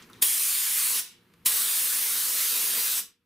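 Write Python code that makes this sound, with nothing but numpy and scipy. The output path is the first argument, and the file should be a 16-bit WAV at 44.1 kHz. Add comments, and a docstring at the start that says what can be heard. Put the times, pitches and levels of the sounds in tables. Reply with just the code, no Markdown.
"""Cloth rustle and small clicks open over faint workshop hum and patchy bass; then an air spray gun hisses, close by.
Two trigger pulls thump: the first flow starts slightly low and builds; after more clicks the second surges on
stored hose pressure and settles. The hiss is shaped noise over hollow resonances; random taps with a per-band
decay give the walls' short tail. Gain control ducks the background; the level sinks at the end."""
import sys
import numpy as np
from scipy import signal
from scipy.io import wavfile
from scipy.ndimage import uniform_filter1d

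SR = 44100
rng = np.random.default_rng(int(sys.argv[2]) if len(sys.argv) > 2 else 0)


def transcribe(signal):
    """Save signal, clipped to [-1, 1], as a 16-bit WAV file at the path in sys.argv[1]."""
    frames = np.atleast_2d(signal).T
    limited = np.clip(frames, -1, 1)
    pcm = np.round(limited * 32767).astype(np.int16)
    wavfile.write(sys.argv[1], SR, pcm)


def natural_amplitude(level_db):
    """Convert a level in decibels to a linear amplitude factor, elementwise."""
    exponent = np.asarray(level_db, float) / 20
    return 10 ** exponent


N = 143325
T = np.arange(N) / SR


def evened(x):
    """Scales to rms 1."""
    return x / np.sqrt(np.mean(x ** 2) + 1e-20)


def read(points, hz):
    """Interpolates a spectrum table on a log frequency axis."""
    point_hz, value = np.transpose(points)
    return np.interp(np.log(hz + 1), np.log(point_hz + 1), value)


def track(points):
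    """Interpolates a (time, value) table at every sample."""
    return np.interp(T, *np.transpose(points))


def resonate(x, hz, width_hz):
    """One-pole lowpass shifted up to hz: a resonance of peak gain 1."""
    turn = np.exp(2j * np.pi * hz * T)
    pole = np.exp(-np.pi * width_hz / SR)
    return 2 * (turn * signal.lfilter([1 - pole], [1, -pole], x / turn)).real


def ring(air, hz, width_hz):
    """Noise through two equal resonances in series, rms 1."""
    return evened(resonate(resonate(air, hz, width_hz), hz, width_hz))


def noise(colour_db, likeness, size, patch_db):
    """Stereo noise, rms 1: colour_db(hz, t_s) shapes it, smoothed random patches in time and pitch vary it."""
    frames = 4 * N // size + 5
    hz = np.fft.rfftfreq(size, 1 / SR)[:, None]
    a, b, c, d, patches = rng.standard_normal((frames, len(hz), 5)).T
    patches = uniform_filter1d(patches, size=9, axis=0)  # bins
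    patches = evened(uniform_filter1d(patches, size=12, axis=1))  # frames
    db = colour_db(hz, np.arange(frames) * size / 4 / SR) + 0 * a
    shape = natural_amplitude(db) / np.sqrt(np.mean(natural_amplitude(db) ** 2, 0))
    same = np.clip(read(likeness, hz), -1, 1)
    left = a + 1j * b
    right = same * left + np.sqrt(1 - same ** 2) * (c + 1j * d)
    z = np.array([left, right]) * shape * natural_amplitude(patch_db * patches)
    return evened(signal.istft(z, nperseg=size, noverlap=3 * size // 4)[1][:, :N])


# trigger pulls: open_s, shut_s, onset_db (start against settled flow), thump_db, thump_hz
PULLS = [(0.213, 0.996, -1.5, -35, 380), (1.450, 2.993, 2.5, -32, 249)]
RISE_S, RISE_DB, SETTLE_S, SHUT_T60_S = 0.011, -35, 0.03, 0.1


def valve():
    """Air flow: fast rise; the first pull starts low and builds, the second surges and settles; sharp drop."""
    flow = np.zeros(N)
    for open_s, shut_s, onset_db, *_ in PULLS:
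        on_s = T - open_s
        off_s = np.maximum(T - shut_s, 0)
        rise_db = RISE_DB * np.clip(1 - on_s / RISE_S, 0, 1)
        settle_db = onset_db * np.exp(-np.maximum(on_s - RISE_S, 0) / SETTLE_S)
        flow += natural_amplitude(rise_db + settle_db - 60 * off_s / SHUT_T60_S) * (on_s > 0)
    return flow


# spectrum at aim 0: hz, density_db_per_hz
BRIGHT = [(60, -56.5), (200, -25.5), (550, -35), (836, -23), (1060, -16), (1420, -15), (1680, -13),
          (3240, -8), (3530, -9), (5070, -8), (7600, -6.5), (9120, 0), (13500, -4), (15500, -4.5)]
# spectrum at aim 1: hz, density_db_per_hz
DULLER = [(60, -42.5), (200, -25), (550, -20), (582, -41), (678, -16), (825, -26), (975, -12.5),
          (1340, -11), (3070, -6.5), (3730, -5), (5910, -6.5), (7500, -4.5), (11400, -0.5), (15500, -1.5)]
# hiss level near SHEEN_HZ: time_s, level_db
SHEEN = [(.2, -0.5), (.7, -1), (.79, -1), (1, 0.5), (1.45, -1.5), (1.9, 0.5), (2.2, 1), (2.5, 1.5),
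         (2.75, -1.5), (3.05, 1)]
SHEEN_HZ, SHEEN_OCTAVES = 5740, 0.3


def jet_colour(hz, t_s):
    """Aim mixes the two spectra in power; the sheen lifts or dips one band."""
    time_s, _, aim, _ = np.transpose(JET)
    dull = np.clip(np.interp(t_s, time_s, aim), 0, 1)
    power = (1 - dull) * natural_amplitude(read(BRIGHT, hz)) ** 2 + dull * natural_amplitude(read(DULLER, hz)) ** 2
    band = np.exp(-(np.log2((hz + 1) / SHEEN_HZ) / SHEEN_OCTAVES) ** 2)
    return np.interp(t_s, *np.transpose(SHEEN)) * band + 10 * np.log10(power)


# hollow resonances the jet blows on, perhaps cup and tube: pitch_hz, width_hz, level_db
PIPE = [(252.7, 94, -2.5), (354, 92, -2), (478, 57, 1.5), (690, 27, -6.5), (921, 180, -3.5)]


def pipe_tones():
    """Air noise rings the hollow resonances together, rms 1."""
    air = rng.standard_normal(N)
    return evened(sum(natural_amplitude(level_db) * ring(air, hz, width_hz) for hz, width_hz, level_db in PIPE))


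# jet as the gun sweeps: time_s, hiss_db, aim (0 bright, 1 duller), pipe_db
JET = [(0.201, -10.5, 0., -42.5), (0.502, -12.5, 0., -54), (0.718, -14.5, .2, -55), (0.782, -11, .1, -60),
       (1., -13, 0.11, -42), (1.45, -9.5, 0.15, -45), (1.749, -12.5, 0.57, -50.5),
       (1.999, -13.5, 0.23, -46), (2.198, -14, 0.45, -51), (2.349, -15.5, 0.32, -45),
       (2.4, -11.5, 0.82, -47.5), (2.6, -12, 0.8, -42), (2.7, -12, 0.49, -43.5), (2.782, -12.5, 1., -37.5),
       (2.902, -13, 0.73, -56), (3.05, -14, 0.72, -39)]
# hiss stereo: hz, left_right_likeness
JET_LIKENESS = [(100, 1), (1300, 1), (4400, 0.95), (7500, 1), (10000, 0.95), (15000, .84)]
PATCH_DB, FLICKER_DB = 1.78, 0.32


def jet():
    """Turbulent hiss coloured by aim, hollow tones under it, both gated by the valve."""
    time_s, hiss_db, _, pipe_db = np.transpose(JET)
    hiss = noise(jet_colour, JET_LIKENESS, size=1024, patch_db=PATCH_DB)
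    flicker = evened(uniform_filter1d(rng.standard_normal(N), size=300))
    hiss = hiss * natural_amplitude(np.interp(T, time_s, hiss_db) + FLICKER_DB * flicker)
    pipe = pipe_tones() * natural_amplitude(np.interp(T, time_s, pipe_db))
    return valve() * (hiss + pipe)


THUMP_S, THUMP_LAG_S = 0.0022, 0.013


def thumps():
    """Low push of air as the valve opens: a cosine under a Gaussian."""
    out = np.zeros(N)
    for open_s, _, _, thump_db, thump_hz in PULLS:
        u = T - open_s - THUMP_LAG_S
        out += natural_amplitude(thump_db) * np.exp(-(u / THUMP_S) ** 2) * np.cos(2 * np.pi * thump_hz * u)
    return out


# clicks and scrapes of trigger and fittings: start_s, level_db, centre_hz, width_hz, t60_s
CLICKS = [(0.023, -51.5, 5200, 4000, 0.081), (.091, -61.5, 2200, 1200, .05),
          (.099, -52.5, 10570, 6000, .025), (.099, -53.5, 1250, 400, .09), (.132, -48, 7100, 6900, .015),
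          (.132, -50.5, 3500, 1015, .04), (0.14, -57, 7430, 5080, 0.023), (.15, -54.5, 1920, 703, 0.087),
          (1.338, -46.5, 2000, 3000, .025), (1.338, -53.5, 8930, 7000, 0.0216)]


def clicks():
    """Each click is a dry, decaying noise burst in one band."""
    out = np.zeros(N)
    for start_s, level_db, centre_hz, width_hz, t60_s in CLICKS:
        burst = ring(rng.standard_normal(N), centre_hz, width_hz)
        fall_db = 60 * np.maximum(T - start_s, 0) / t60_s
        out += burst * natural_amplitude(level_db - fall_db) * (T > start_s)
    return out


# wall tail: hz, level_db, t60_s
SHOP = [(200, -15.5, 0.33), (800, -9.5, 0.33), (1390, -8.5, 0.35), (2200, -9, 0.43), (3500, -7, 0.38),
        (6000, -5.5, .28), (10000, -10.5, 0.24), (15000, -8, .2)]
# wall tail stereo: hz, left_right_likeness
SHOP_LIKENESS = [(300, 0.955), (800, .9), (1400, 0.74), (4000, 0.23), (6000, 0.68), (7500, .93),
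                 (9500, 0.56), (15000, .6)]
BEND = 1.43  # the tail falls slowly at first, then faster


def shop(x):
    """Wall reflections: sparse random taps, each band with its own level and decay."""
    taps = np.zeros((2, SR // 2))
    at = np.arange(200, SR // 2 - 20, 20)
    at = at + rng.integers(0, 20, (2, len(at)))
    np.put_along_axis(taps, at, rng.choice([-1., 1.], at.shape), 1)
    hz, t_s, z = signal.stft(taps, SR, nperseg=256)
    same = np.clip(read(SHOP_LIKENESS, hz), 0, 1)[:, None]
    z[1] = same * z[0] + np.sqrt(1 - same ** 2) * z[1]
    band_hz, level_db, t60_s = np.transpose(SHOP)
    decay = natural_amplitude(-60 * (t_s / np.interp(hz, band_hz, t60_s)[:, None]) ** BEND)
    decay *= natural_amplitude(np.interp(hz, band_hz, level_db))[:, None] / np.linalg.norm(decay, axis=1)[:, None]
    tail = signal.istft(z * decay, SR, nperseg=256)[1] * np.sqrt(20 / 128)
    return signal.fftconvolve(x.mean(0)[None], tail, axes=1)[:, :N]


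# cloth and hands: time_s, level_db
RUSTLE = [(0, -54), (.03, -55), (.07, -68), (.12, -61.5), (.16, -60.5), (.21, -61.5), (1.2, -67),
          (1.35, -68), (3.25, -67.5)]
# rustle spectrum: hz, density_db_per_hz
RUSTLE_COLOUR = [(500, -25.5), (1200, -2.5), (2500, -1), (4000, -4), (7000, -12.5), (12000, -17)]
# background stereo: hz, left_right_likeness
FLOOR_LIKENESS = [(60, 0.94), (500, .9), (1500, .75), (4000, .6), (7000, .85), (15000, .7)]


def rustle():
    """Near cloth and hands: patchy shaped noise under a level curve."""
    cloth = noise(lambda hz, t_s: read(RUSTLE_COLOUR, hz), FLOOR_LIKENESS, size=256, patch_db=2.0)
    return cloth * natural_amplitude(track(RUSTLE))


# machine hum: pitch_hz, width_hz, level_db
HUM = [(114.4, 8.8, -68.5), (172.7, 20, -63.5), (196.2, 16, -63.5), (242.7, 12, -66), (354.3, 12, -67),
       (410.4, 10, -70.5), (477, 15, -66.5)]


def hum():
    """Distant machines: narrow resonances on noise, so each tone wavers."""
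    air = rng.standard_normal(N)
    return sum(natural_amplitude(level_db) * ring(air, hz, width_hz) for hz, width_hz, level_db in HUM)


# broad wash spectrum: hz, density_db_per_hz
FLOOR = [(30, -25), (60, -18), (130, -17.5), (200, -14), (300, -16.5), (500, -24.5), (600, -30),
         (800, -28.5), (1100, -22.5), (2500, -29), (4500, -36), (7000, -43), (12500, -34), (15000, -42),
         (16000, -47)]
FLOOR_DB = -57.5


def wash():
    """Distant machines blurred into steady shaped noise."""
    return natural_amplitude(FLOOR_DB) * noise(lambda hz, t_s: read(FLOOR, hz), FLOOR_LIKENESS, size=2048, patch_db=1.0)


# bass noise spectrum: hz, density_db_per_hz
BASS = [(25, -6.5), (60, -0.5), (110, -3.5), (160, -26.5), (300, -61)]
BASS_DB, BASS_PATCH_DB = -71.5, 5.5


def patchy_bass():
    """Faint bass noise whose level comes and goes in random patches."""
    bass = noise(lambda hz, t_s: read(BASS, hz), FLOOR_LIKENESS, size=2048, patch_db=BASS_PATCH_DB)
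    return natural_amplitude(BASS_DB) * bass


def scene():
    """The gun, its reflections, the rustle and the background."""
    gun = jet() + thumps() + clicks()
    return gun + shop(gun) + rustle() + hum() + wash() + patchy_bass()


KNEE_DB, SLOPE, GRAB_S, RECOVER_DB_PER_S = -33.5, 0.53, 0.013, 9.5


def gain_cut_db(x):
    """Gain control: cuts power above the knee, grabs fast, recovers at a fixed rate."""
    keep = np.exp(-1 / (GRAB_S * SR))
    power = signal.lfilter([1 - keep], [1, -keep], (x ** 2).mean(0))
    cut_db = SLOPE * np.maximum(10 * np.log10(power + 1e-12) - KNEE_DB, 0)
    recovery_db = RECOVER_DB_PER_S * T
    cut_db = np.maximum.accumulate(cut_db + recovery_db) - recovery_db
    return signal.lfilter([1 - keep], [1, -keep], cut_db)


FADE_START_S, FADE_S, FADE_DB, EDGE_HZ = 3.019, 0.16, 14.5, 15620


def band_limit(x):
    """A steep low-pass at the top of the band."""
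    return signal.sosfilt(signal.butter(12, 16990, fs=SR, output="sos"), x)


def record(dry):
    """Gain control, sinking level at the end, then a steep lowpass."""
    fade_db = FADE_DB * np.clip((T - FADE_START_S) / FADE_S, 0, 1)
    levelled = dry / natural_amplitude(gain_cut_db(dry) + fade_db)
    lowpass = signal.firwin(767, EDGE_HZ, window=("kaiser", 9), fs=SR)[None]
    mix = signal.oaconvolve(levelled, lowpass, "same")
    return band_limit(mix)


dry = scene()
out = record(dry)
transcribe(out)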